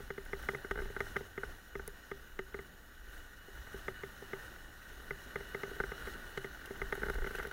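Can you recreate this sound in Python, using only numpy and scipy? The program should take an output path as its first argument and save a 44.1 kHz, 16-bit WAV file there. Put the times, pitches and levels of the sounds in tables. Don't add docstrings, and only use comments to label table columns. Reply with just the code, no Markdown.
import sys
import numpy as np
from scipy import signal
from scipy.fft import rfft, irfft, next_fast_len
from scipy.io import wavfile
from scipy.ndimage import uniform_filter1d, map_coordinates

SR = 44100
rng = np.random.default_rng(int(sys.argv[2]) if len(sys.argv) > 2 else 0)


def ratio_of_db(decibels):
    return 10 ** (np.asarray(decibels, float) / 20)


def unload_audio(sound):
    columns = np.transpose(np.atleast_2d(sound))
    steps = np.round(np.clip(columns, -1, 1) * 32767)
    wavfile.write(sys.argv[1], SR, steps.astype(np.int16))


N = 331632


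def unit(x):
    return x / np.sqrt(np.mean(x ** 2) + 1e-20)


def curves(rows):
    time_s, *columns = np.transpose(rows)
    return [np.interp(np.arange(N) / SR, time_s, column) for column in columns]


def wobble(rate):
    knots = rng.standard_normal(int(N * rate / SR) + 4)
    return map_coordinates(knots, [np.arange(N) * rate / SR])


def filtered(x, response):
    size = next_fast_len(N + 8192)
    spectrum = rfft(x, size) * response(np.fft.rfftfreq(size, 1 / SR))
    return irfft(spectrum, size)[:N]


def colour(points):
    point_hz, point_db = np.transpose(points)
    return lambda hz: ratio_of_db(np.interp(np.log(hz + 1), np.log(point_hz + 1), point_db))


def resonances(peaks):
    def response(f):
        total = 0
        for k, (centre, width, db) in enumerate(peaks):
            damping = 1j * f * width
            total = total + (-1) ** k * ratio_of_db(db) * damping / (centre * centre - f * f + damping)
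        return total
    return response


def patchy(patchy_db):
    z = signal.stft(rng.standard_normal(N + 512), nperseg=512)[2]
    field = uniform_filter1d(rng.standard_normal(z.shape), 6, 0)
    field = uniform_filter1d(field, 10, 1)
    return signal.istft(z * ratio_of_db(patchy_db * unit(field)), nperseg=512)[1][:N]


def ring(modes, t, attack, scatter_db, alternate):
    tones = 0
    for k, (hz, db, t60) in enumerate(modes):
        sign = (-1) ** (k * alternate)
        tones = tones + sign * ratio_of_db(db + scatter_db[k] - 60 * t / t60) * np.sin(2 * np.pi * hz * t)
    return tones * (1 - np.exp(-t / attack)) ** 2


def blows():
    # start_s, peak_db
    on_frame = [(.102, -28.5), (.178, -32.5), (.33, -25.5), (.486, -20), (.546, -28.5), (.709, -21),
                (.817, -34), (1.003, -21.5), (1.163, -21.5), (1.376, -29), (1.752, -30), (2.113, -28),
                (2.389, -27), (2.542, -30), (2.588, -34.5), (3.88, -23.5), (4.033, -30), (4.331, -28),
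                (5.106, -27.5), (5.356, -24.5), (5.545, -26), (5.632, -27), (5.916, -31), (6.07, -32.5),
                (6.373, -26), (6.443, -30), (6.815, -24.5), (6.923, -21), (7.262, -34), (7.392, -34.5)]
    # start_s, peak_db
    on_door = [(.645, -30.5), (.755, -30.5), (0.774, -30.5), (0.787, -29.5), (.8, -32), (.963, -27),
               (1.158, -29.5), (1.26, -45.5), (1.432, -27), (1.794, -32.5), (4.997, -46), (5.8, -20),
               (5.836, -27), (6.082, -38.5), (6.673, -41.5), (7.017, -32), (7.031, -24), (7.054, -38),
               (7.083, -28.5), (7.097, -23), (7.152, -32), (7.185, -35), (7.218, -33.5), (7.242, -27),
               (7.27, -30), (7.306, -32), (7.337, -42), (7.348, -31.5), (7.383, -33), (7.449, -29.5)]
    # start_s, peak_db
    on_shell = [(0.0, -40), (0.532, -38), (.899, -41), (1.206, -37.5), (3.481, -46), (3.741, -38.5),
                (4.221, -41), (5.675, -42.5), (5.712, -40), (6.149, -46), (6.705, -34), (7.061, -34),
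                (7.18, -37), (7.227, -44)]
    # start_s, peak_db
    grazes = [(.26, -43.5), (0.394, -45), (0.434, -39.5), (1.065, -42), (3.08, -55), (3.572, -45.5),
              (3.669, -42), (6.649, -42), (6.754, -43), (6.951, -36.5), (7.065, -38), (7.135, -40),
              (7.398, -31.5), (7.426, -37), (7.511, -36.5)]
    # start_s, peak_db
    rebounds = [
        (0.853, -40),
        (1.876, -38.5),
        (5.404, -38.5),
        (5.598, -52),
        (5.762, -43),
        (6.974, -37),
        (7.44, -45),
        (7.468, -37.5),
    ]
    # shell_db, walls_db, door_db, frame_db,
    # thinning (dB the shell loses per dB of a hard blow)
    place_parts = [
        (-12.5, -8, -12.5, -10.5, 0.56),
        (-14, -8, -7, -17.5, .12),
        (-8.5, -4.5, -16, -18, .1),
        (-20.5, -3, -3, -13, .1),
        (-10, -3, -12.5, -13.5, .1),
    ]
    places = [on_frame, on_door, on_shell, grazes, rebounds]
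    return sorted((s, db, *parts) for rows, parts in zip(places, place_parts) for s, db in rows)


def knocks():
    # pitch_hz, level_db, t60_s
    shell_modes = [(138.7, -13, 0.23), (219.6, -12, 0.081), (392, -0.5, 0.14), (455, 0.5, 0.035)]
    # pitch_hz, level_db, t60_s
    wall_modes = [(583, -3.5, 0.023), (646, -5.5, 0.024), (792, -4.5, 0.023), (897, -6, 0.03)]
    # pitch_hz, level_db, t60_s
    door_modes = [(1427, 2.5, 0.017), (1519, -0.5, 0.029)]
    # pitch_hz, level_db, t60_s
    frame_modes = [(1245, -3.5, 0.028), (1867, -3, 0.027), (2028, 5, 0.017), (2730, -15, 0.012),
                   (3350, -22, 0.027), (3670, -26, 0.021), (4830, -33, 0.02), (5500, -14.5, 0.0067),
                   (6470, -25, 0.015)]
    hard_db = -32.5
    detune = 0.008
    out, t, rows = np.zeros(N + SR), np.arange(SR // 6) / SR, blows()
    scatter = 1.5 * rng.standard_normal((len(rows), 22))
    pressed = 1 + 1.05 * np.exp(-t / 0.0051)
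    free_s = np.diff([row[0] for row in rows], append=N / SR)
    for (s, db, shell_db, walls_db, door_db, frame_db, thinning), c, gap in zip(rows, scatter, free_s):
        lean_db = 35 * np.clip(door_db - frame_db, 0, 16) * t
        grip_db = 450 * np.clip(t - gap, 0, None)
        thin_db = thinning * max(db - hard_db, 0)
        shell_level = ratio_of_db(shell_db + 5.0 - thin_db - lean_db - grip_db) * pressed
        shell = shell_level * ring(shell_modes, t * (1 + detune * c[20]), 0.00053, c[1:], alternate=True)
        walls = ratio_of_db(walls_db) * ring(wall_modes, t, 0.0017, c[5:], alternate=True)
        door_ring = ring(door_modes, t * (1 + detune * c[21]), 0.0011, c[9:], alternate=False)
        door = ratio_of_db(door_db + 7.5) * door_ring
        frame = ratio_of_db(frame_db + 9) * ring(frame_modes, t, 0.0012, c[11:], alternate=False)
        side = np.sign(c[0])
        start = round((s + 0.0011) * SR)
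        out[start:][:len(t)] += side * ratio_of_db(db) * (shell + walls + door + frame)
    return out[:N]


def engine():
    # time_s, hum_hz, level_db
    hum_line = [(0, 88.4, -67), (1, 93, -47.5), (1.55, 89.6, -55.5), (1.8, 88, -96), (2.95, 86, -78),
                (3.15, 88, -59), (3.9, 100.2, -54), (4.5, 104, -68), (4.8, 99.6, -59), (7.52, 94.3, -72)]
    hum_hz, hum_db = curves(hum_line)
    turn = 2 * np.pi * np.cumsum(hum_hz + 0.64 * wobble(5.92)) / SR
    hum = ratio_of_db(hum_db - 8.0) * np.sin(turn)
    firing = 1 + 0.048 * np.sin(turn / 2)
    return hum, firing


def shaking():
    # time_s, strength_db
    pace = [(0, 0.5), (.6, 3.5), (1.3, -1), (2.2, 0), (3.4, -0.5), (3.9, 4), (4.8, 2), (5.4, 7), (6.1, 6.5),
            (6.6, 4.5), (7.3, 7), (7.52, 3)]
    # time_s, vibration_swell_db, rocking_swell_db
    ruts = [(0.0, 4.5, 13), (0.299, 1, 9.5), (.46, 5, 10), (.85, 4, 19.5), (1.05, 6.5, 14.5), (1.19, 7, 12),
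            (1.49, 7, 13), (1.82, 2.5, 14.5), (1.98, 1.7, 6.5), (2.16, 1.5, 7), (2.41, -1, 7),
            (2.6, 2.5, 8), (2.78, -1, 5), (3.02, -2, 6.5), (3.16, 6, 9.5), (3.581, 3.5, 7), (3.77, 2.5, 8),
            (3.94, 0.5, 8.5), (4.28, 1.2, 0.5), (4.45, 5.5, 3.5), (4.9, 1, 3), (5.26, -0.2, -3),
            (5.4, -2.3, 0), (5.55, -0.5, -2), (5.84, -1.8, 7), (6.07, 3, 5.5), (6.85, 1.5, 12),
            (7.05, 3, 14), (7.2, -1.7, 19), (7.42, 4, 8.5)]
    rut_s, rock_s = 0.11, 0.079
    t = np.arange(N) / SR
    pace_db, = curves(pace)
    rut_db = sum(db * np.exp(-((t - s) / rut_s) ** 2) for s, db, _ in ruts)
    throw_db = sum(db * np.exp(-((t - s) / rock_s) ** 2) for s, _, db in ruts)

    def follow(quiet_db, pace_share, rut_share, swell_db):
        return quiet_db + pace_share * pace_db + rut_share * swell_db

    rock_db = follow(-59, 0.87, 0.81, throw_db)
    drone_db = follow(-60.5, 1.1, 0.77, rut_db)
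    buzz_db = follow(-59.5, 1.095, 0.67, rut_db)
    hiss_db = follow(-68, 0.91, 0.72, rut_db)
    return rock_db, drone_db, buzz_db, hiss_db


def ride(firing):
    # centre_hz, width_hz, level_db
    mount = [(25.5, 16.3, 2), (61.3, 11.7, 0.5), (88, 57, -21.5)]
    # pitch_hz, level_db
    sway = [(3, -33), (10, -20), (45, 0.5), (75, -18), (140, -56)]
    # pitch_hz, density_db (dB per Hz)
    drone_colour = [(53, -4), (90, -3.5), (162, -5.5), (394, -5.5), (575, -9), (658, -10.5), (754, -10),
                    (902, -10.5), (1100, -15.5), (1430, -61), (2420, -120)]
    # centre_hz, width_hz, level_db
    buzz_modes = [(1153, 106, -8), (1479, 115, 1), (1873, 130, -3), (2937, 44, -7.5), (3490, 41, -28),
                  (3580, 660, -20), (4120, 680, -19)]
    # pitch_hz, density_db (dB per Hz)
    hiss_colour = [(1300, -66), (2200, -10), (2900, -4), (4000, -12), (4780, -15.5), (5270, -9),
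                   (6760, -10), (7400, -15.5), (9600, -12.5), (11200, -12), (14600, -13.5), (15300, -10),
                   (15800, -11.5)]

    def rocking(f):
        swings = sum(resonances([mode])(f) ** 2 for mode in mount)
        return swings + 1j * colour(sway)(f)

    def buzzing(f):
        return resonances(buzz_modes)(f) / (1 + (900 / (f + 1)) ** 4)

    rock_db, drone_db, buzz_db, hiss_db = shaking()
    bump = wobble(13)
    rock = ratio_of_db(rock_db + 0.23) * unit(filtered(rng.standard_normal(N), rocking))
    drone_level = ratio_of_db(drone_db - 2.5 + 0.074 * bump)
    drone = drone_level * unit(filtered(patchy(patchy_db=1.15), colour(drone_colour)))
    chatter = patchy(patchy_db=-0.5) * ratio_of_db(1.6 * wobble(400)) * firing
    buzz_level = ratio_of_db(buzz_db + 0.14 + 0.46 * bump + 0.23 * wobble(35))
    buzz = buzz_level * unit(filtered(chatter, buzzing))
    hiss_level = ratio_of_db(hiss_db + 2.5 + 0.18 * bump + 0.85 * wobble(45))
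    hiss = hiss_level * unit(filtered(patchy(patchy_db=1.5), colour(hiss_colour)))
    return rock + drone + buzz + hiss


def whine():
    # pitch_hz, level_db (rms)
    whine_tones = [(6858, -80), (13544, -91), (13717, -77)]
    t = np.arange(N) / SR
    return sum(ratio_of_db(db + 3.2 + 1.2 * wobble(8)) * np.sin(2 * np.pi * hz * t) for hz, db in whine_tones)


def ticks():
    # start_s, peak_db, latch_db (relative to the peak)
    tick_rows = [(0.2508, -39, -22), (0.4243, -36, -23), (0.4865, -38.5, -9), (0.7103, -41, -4),
                 (1.0035, -39, -7), (1.1662, -45, -5), (1.876, -19, -40), (2.3898, -51.5, 2),
                 (3.5514, -47, -13), (3.8806, -61, -4), (5.357, -51, -7), (5.632, -55, 3), (5.802, -47, -8),
                 (6.136, -52, 4), (6.263, -50, -3), (6.3745, -46, 4), (6.657, -33, -13), (6.8184, -49, -8),
                 (6.9262, -43, -10), (6.9514, -34, -16), (7.0574, -49, -5), (7.098, -34, -12),
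                 (7.1414, -36, -11.5), (7.2719, -40, -10), (7.31, -40, -12), (7.3526, -32.5, -10),
                 (7.3866, -37.5, -9), (7.429, -39, -8), (7.4704, -37, -15), (7.5114, -41, -9)]
    # centre_hz, width_hz, level_db
    grit = [(5470, 3500, -14), (9700, 440, -4.5), (10900, 690, -2), (13200, 2200, -7), (14900, 730, -3)]
    # centre_hz, width_hz, level_db
    latch_modes = [(2930, 390, 4.5), (3340, 200, 2), (3700, 530, -4.5)]
    t60_s = 0.023
    snap = 0.42
    bright, latch, t = np.zeros(N + SR), np.zeros(N + SR), np.arange(SR // 25) / SR
    noises = rng.standard_normal((len(tick_rows), len(t)))
    for (s, db, latch_db), noise in zip(tick_rows, noises):
        decay_db = 60 * t / t60_s * ratio_of_db(snap * max(db + 37.5, 0))
        burst = ratio_of_db(db - decay_db) * (1 - np.exp(-t / 0.00045)) * noise
        start = round((s + 0.0005) * SR)
        bright[start:][:len(t)] += ratio_of_db(-2) * burst
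        latch[start:][:len(t)] += ratio_of_db(latch_db + 12) * burst
    return filtered(bright, resonances(grit)) + filtered(latch, resonances(latch_modes))


def jolts():
    # start_s, peak_db, pitch_hz
    throws = [
        (0.708, -37.5, 42),
        (0.791, -44, 42),
        (3.878, -52, 42),
        (5.359, -48, 42),
        (5.8, -38, 42.4),
        (6.819, -41, 43.3),
        (7.093, -37, 42.5),
        (7.149, -40, 41.7),
    ]
    out, t = np.zeros(N + SR), np.arange(SR // 3) / SR
    for s, db, hz in throws:
        swing = ratio_of_db(db - 60 * t / 0.38) * np.sin(2 * np.pi * hz * t)
        out[round(s * SR):][:len(t)] += swing * (1 - np.exp(-t / 0.0021))
    return out[:N]


def scene():
    hum, firing = engine()
    return (knocks() + ticks() + jolts() + hum + ride(firing) + whine())[None]


def roll_off(x):
    return signal.sosfilt(signal.butter(12, 16930, fs=SR, output="sos"), x)


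def record(dry):
    top_hz = 15820
    mix = filtered(dry[0], lambda hz: hz < top_hz)[None]
    return roll_off(mix)


dry = scene()
out = record(dry)
unload_audio(out)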